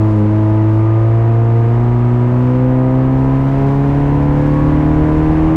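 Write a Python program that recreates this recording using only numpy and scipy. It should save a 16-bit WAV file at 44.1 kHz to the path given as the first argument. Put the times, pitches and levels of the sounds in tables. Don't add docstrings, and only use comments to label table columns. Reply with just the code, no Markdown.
import sys
import numpy as np
from scipy import signal
from scipy.fft import rfft, irfft, next_fast_len
from scipy.io import wavfile
from scipy.ndimage import map_coordinates

SR = 44100
rng = np.random.default_rng(int(sys.argv[2]) if len(sys.argv) > 2 else 0)


def makeup_ratio(level_db):
    decades = np.asarray(level_db, float) / 20
    return 10 ** decades


def store_wav(level_fs):
    pcm = np.round(np.clip(np.atleast_2d(level_fs), -1, 1) * 32767)
    wavfile.write(sys.argv[1], SR, pcm.T.astype(np.int16))


N = 245195


def unit(x):
    return x / np.sqrt(np.mean(x ** 2) + 1e-20)


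def curves(rows):
    times, *columns = np.transpose(rows)
    return [np.interp(np.arange(N) / SR, times, column) for column in columns]


def wobble(rate):
    knots = rng.standard_normal(400)
    coarse = np.arange(0, N + 32, 32)
    return np.interp(np.arange(N), coarse, map_coordinates(knots, [coarse * rate / SR]))


def filtered(x, response):
    m = next_fast_len(N + SR // 2)
    return irfft(rfft(x, m) * response(np.fft.rfftfreq(m, 1 / SR)), m)[:N]


def coloured(x, spectrum):
    hz, db = np.transpose(spectrum)
    return unit(filtered(x, lambda f: makeup_ratio(np.interp(np.log(f + 1), np.log(hz + 1), db))))


def resonance(f, centre, width):
    return 1j * f * width / (centre * centre - f * f + 1j * f * width)


def with_revs(hz, db, slope):
    return db + slope * (hz - 130)


# (time [s], firing rate [Hz])
ENGINE_SPEED = [(0.0, 108), (0.12, 107.1), (0.21, 104.3), (0.33, 107), (0.75, 108.9), (1.15, 113.7),
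                (1.65, 115.9), (1.82, 119.3), (2.25, 121.6), (2.55, 126.6), (2.9, 129.1), (3.4, 134.6),
                (3.9, 140.6), (4.4, 145.3), (4.9, 152.0), (5.56, 159.2)]


def engine_speed():
    hz, = curves(ENGINE_SPEED)
    turn = 2 * np.pi * (np.cumsum(hz) / SR + 0.2517)
    return hz, turn


TONE_MULTIPLES = (1, 2, 3, 4, 5, 6, 7, 8, 9, 2.5, 3.5, 4.5, 5.5, 6.5, 7.5, 8.5, .75, 1.75)
# (level [dB], slope [dB per Hz])
TONE_STRENGTHS = [(4.5, -0.0711), (14.5, -0.1161), (5.5, -.03), (4.5, 0.0882), (4, -0.0475), (2, -0.0778),
                  (-0.2, 0.2053), (1, 0.06), (0.5, 0.16), (-5, 0.2556), (-3.5, 0.3564), (-4.5, 0.2258),
                  (-2.5, 0.0834), (-2.5, 0.2531), (0, 0.6337), (1, 0.33)]
# (centre [Hz], width [Hz], level [dB], polarity [+1 or -1])
EXHAUST_RESONANCES = [(111.4, 19.3, -16, 1), (152.0, 34.2, -18, -1), (207.1, 26.7, -32, 1),
                      (248.7, 28.3, -33.5, -1), (270, 7.9, -45, 1), (324.4, 27.6, -24, 1),
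                      (361.4, 21, -35.5, 1), (410, 6.7, -33.5, 1), (420.8, 31.4, -33.5, -1),
                      (464, 11, -31, -1), (507.4, 13, -27.5, -1), (523.5, 28, -38.5, 1),
                      (564.2, 9.3, -39, 1), (617, 11, -37.5, 1), (642.7, 9.2, -33.5, -1),
                      (687.9, 10, -37, 1), (706, 27, -36.5, 1), (791.4, 44, -37.5, 1), (828.8, 17, -36, 1),
                      (861, 13, -39, 1), (923, 17, -40.5, 1), (974, 7.9, -41.5, -1),
                      (1014.1, 28.2, -15, -1), (1014.6, 26.5, -15.5, 1), (1108, 7.9, -40, 1)]
# (centre [Hz], width [Hz], level at the centre [dB])
PANEL_RESONANCES = [(111.3, 16, -25.5), (262.7, 19, -20.5)]


def tone_paths(hz):
    f = np.arange(1, SR // 20, .5)
    path = sum(np.sign(side) * makeup_ratio(db) * resonance(f, centre, width)
               for centre, width, db, side in EXHAUST_RESONANCES)
    path_db = 20 * np.log10(np.abs(path) + 1e-4)
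    path_phase = np.unwrap(np.angle(path))
    paths = []
    for k, strength in zip(TONE_MULTIPLES, TONE_STRENGTHS):
        level_db = with_revs(hz, *strength) + np.interp(k * hz, f, path_db)
        paths.append((level_db, np.interp(k * hz, f, path_phase)))
    for k, (centre, width, db) in zip(TONE_MULTIPLES[-2:], PANEL_RESONANCES):
        off_centre = 2 * (k * hz - centre) / width
        paths.append((db - 20 * np.log10(1 + off_centre ** 2), 0))
    return paths


def firing_tones(hz, turn):
    lead = 3.288
    out = np.zeros(N)
    for k, (level_db, bend) in zip(TONE_MULTIPLES, tone_paths(hz)):
        phase = (k > 1) * (bend + (k - 1) * lead)
        flutter_db = 0.2851 * np.sqrt(k) * wobble(30)
        out += np.sqrt(2) * makeup_ratio(level_db + flutter_db) * np.cos(k * turn + phase)
    return out


# (centre [Hz], width [Hz], level [dB])
CABIN_RESONANCES = [(75.4, 35, 7), (127, 34, 3), (200.3, 24, 5.5), (275, 27, 3.5), (321.5, 17, 12),
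                    (420, 43, 0.5), (451, 20, 4), (512, 23, 9), (568, 36, 0), (615, 34, -0.5), (676, 45, 3),
                    (797, 93, 0), (828, 37.5, -0.5), (944, 42, 0.5), (1011.6, 33, 3), (1095, 47, -9),
                    (1138, 16, -2), (1220, 45, -2), (1303, 44, -7), (1410, 98, -13), (1650, 220, -17),
                    (1804, 42, -17)]


def cabin(f):
    return sum((-1) ** i * makeup_ratio(db) * resonance(f, centre, width)
               for i, (centre, width, db) in enumerate(CABIN_RESONANCES))


# (level [dB], slope [dB per Hz])
UNEVEN_CYLINDERS = [(-36.5, 0.057), (-33.5, 0.21), (-44.5, 0.0934)]


def cylinder_lines(hz, turn):
    firing_db, crank_db, cycle_db = (with_revs(hz, *row) for row in UNEVEN_CYLINDERS)
    out = np.zeros(N)
    for k in range(1, 65):
        if k / 4 in TONE_MULTIPLES:
            continue
        if k % 4 == 0:
            level_db = firing_db
        elif k % 2 == 0:
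            level_db = crank_db
        else:
            level_db = cycle_db
        phase = rng.uniform(0, 2 * np.pi) + 0.4 * wobble(12)
        out += makeup_ratio(level_db + 2.4 * wobble(3.5)) * np.cos(k * turn / 4 + phase)
    return filtered(out, cabin)


def driveline_throb(hz, turn):
    gear = .38
    level_db = with_revs(hz, -33.5, .33) + 1.5 * wobble(2.1)
    throb = np.cos(gear * turn + 0.24 * wobble(3.0))
    half_rate = makeup_ratio(-11.0) * np.cos(gear * turn / 2 + 0.99 * wobble(8))
    return np.sqrt(2) * makeup_ratio(level_db) * (throb + half_rate)


# (frequency [Hz], relative level [dB per Hz])
ROAR_SPECTRUM = [(60, -37), (120, -8), (250, -8.5), (400, -12), (600, -13.5), (1000, -16.5), (1400, -23),
                 (2000, -24.5), (2500, -30.5), (3000, -34.5), (4000, -52.5), (6000, -70.5), (9000, -120)]


def engine_roar(hz, turn, swing_db):
    pulsing = (1 + 0.1 * np.cos(turn)) * rng.standard_normal(N)
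    level_db = with_revs(hz, -28, .05) + .45 * swing_db + 0.43 * wobble(8)
    return makeup_ratio(level_db) * coloured(pulsing, ROAR_SPECTRUM)


# (frequency [Hz], relative level [dB per Hz])
RUMBLE_SPECTRUM = [(8, -21), (25, -6.5), (40, -4), (57, -4.5), (80, -9.5), (120, -11.5), (200, -19.5),
                   (400, -54), (800, -120)]


def road_rumble(hz, swing_db):
    level_db = with_revs(hz, -27, 0.09) + 1.3 * swing_db
    return makeup_ratio(level_db) * coloured(rng.standard_normal(N), RUMBLE_SPECTRUM)


# (time [s], hiss level [dB])
WIND_LEVEL = [(0.0, -55), (0.59, -56.4), (1.17, -57.1), (1.76, -56.1), (2.34, -56.4), (2.93, -57.5),
              (3.51, -53.8), (4.1, -53.3), (5.27, -52.9), (5.56, -53.5)]


def wind_level():
    hiss_db, = curves(WIND_LEVEL)
    return hiss_db, hiss_db - hiss_db.mean()


# (frequency [Hz], relative level [dB per Hz])
HISS_SPECTRUM = [(2000, -20), (3500, 2), (5000, -4), (7000, -8), (8000, -10), (10000, -17), (11200, -22),
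                 (12000, -16), (13000, -17), (14000, -19), (15000, -28), (16200, -40)]


def wind_hiss(turn, hiss_db):
    flicker = makeup_ratio(0.43 * wobble(60) + 0.41 * wobble(7.8))
    pulse = 1 + 0.046 * np.cos(turn)
    return makeup_ratio(hiss_db) * coloured(flicker * pulse * rng.standard_normal(N), HISS_SPECTRUM)


# (time [s], level before the rise, fade and filter [dB])
RATTLES = [(.1, -43), (.155, -43), (.765, -54), (.885, -57), (1.415, -57), (1.575, -57)]


def trim_rattles():
    out, t = np.zeros(N + SR), np.arange(SR // 10) / SR
    rise, t60 = .01, .1
    for start, db in RATTLES:
        envelope = makeup_ratio(db - 60 * t / t60) * (1 - np.exp(-t / rise))
        out[round(start * SR):][:len(t)] += envelope * rng.standard_normal(len(t))
    return filtered(out[:N], lambda f: resonance(f, 3800, 5000))


def scene():
    hz, turn = engine_speed()
    hiss_db, swing_db = wind_level()
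    engine = firing_tones(hz, turn) + cylinder_lines(hz, turn) + driveline_throb(hz, turn)
    noise = engine_roar(hz, turn, swing_db) + road_rumble(hz, swing_db) + wind_hiss(turn, hiss_db)
    return (engine + noise + trim_rattles())[None]


def band_limit(x):
    return signal.sosfilt(signal.butter(12, 15719, fs=SR, output="sos"), x)


def record(dry):
    top, hard = .82, 6
    mix = dry / (1 + np.abs(dry / top) ** hard) ** (1 / hard)
    return band_limit(mix)


dry = scene()
out = record(dry)
store_wav(out)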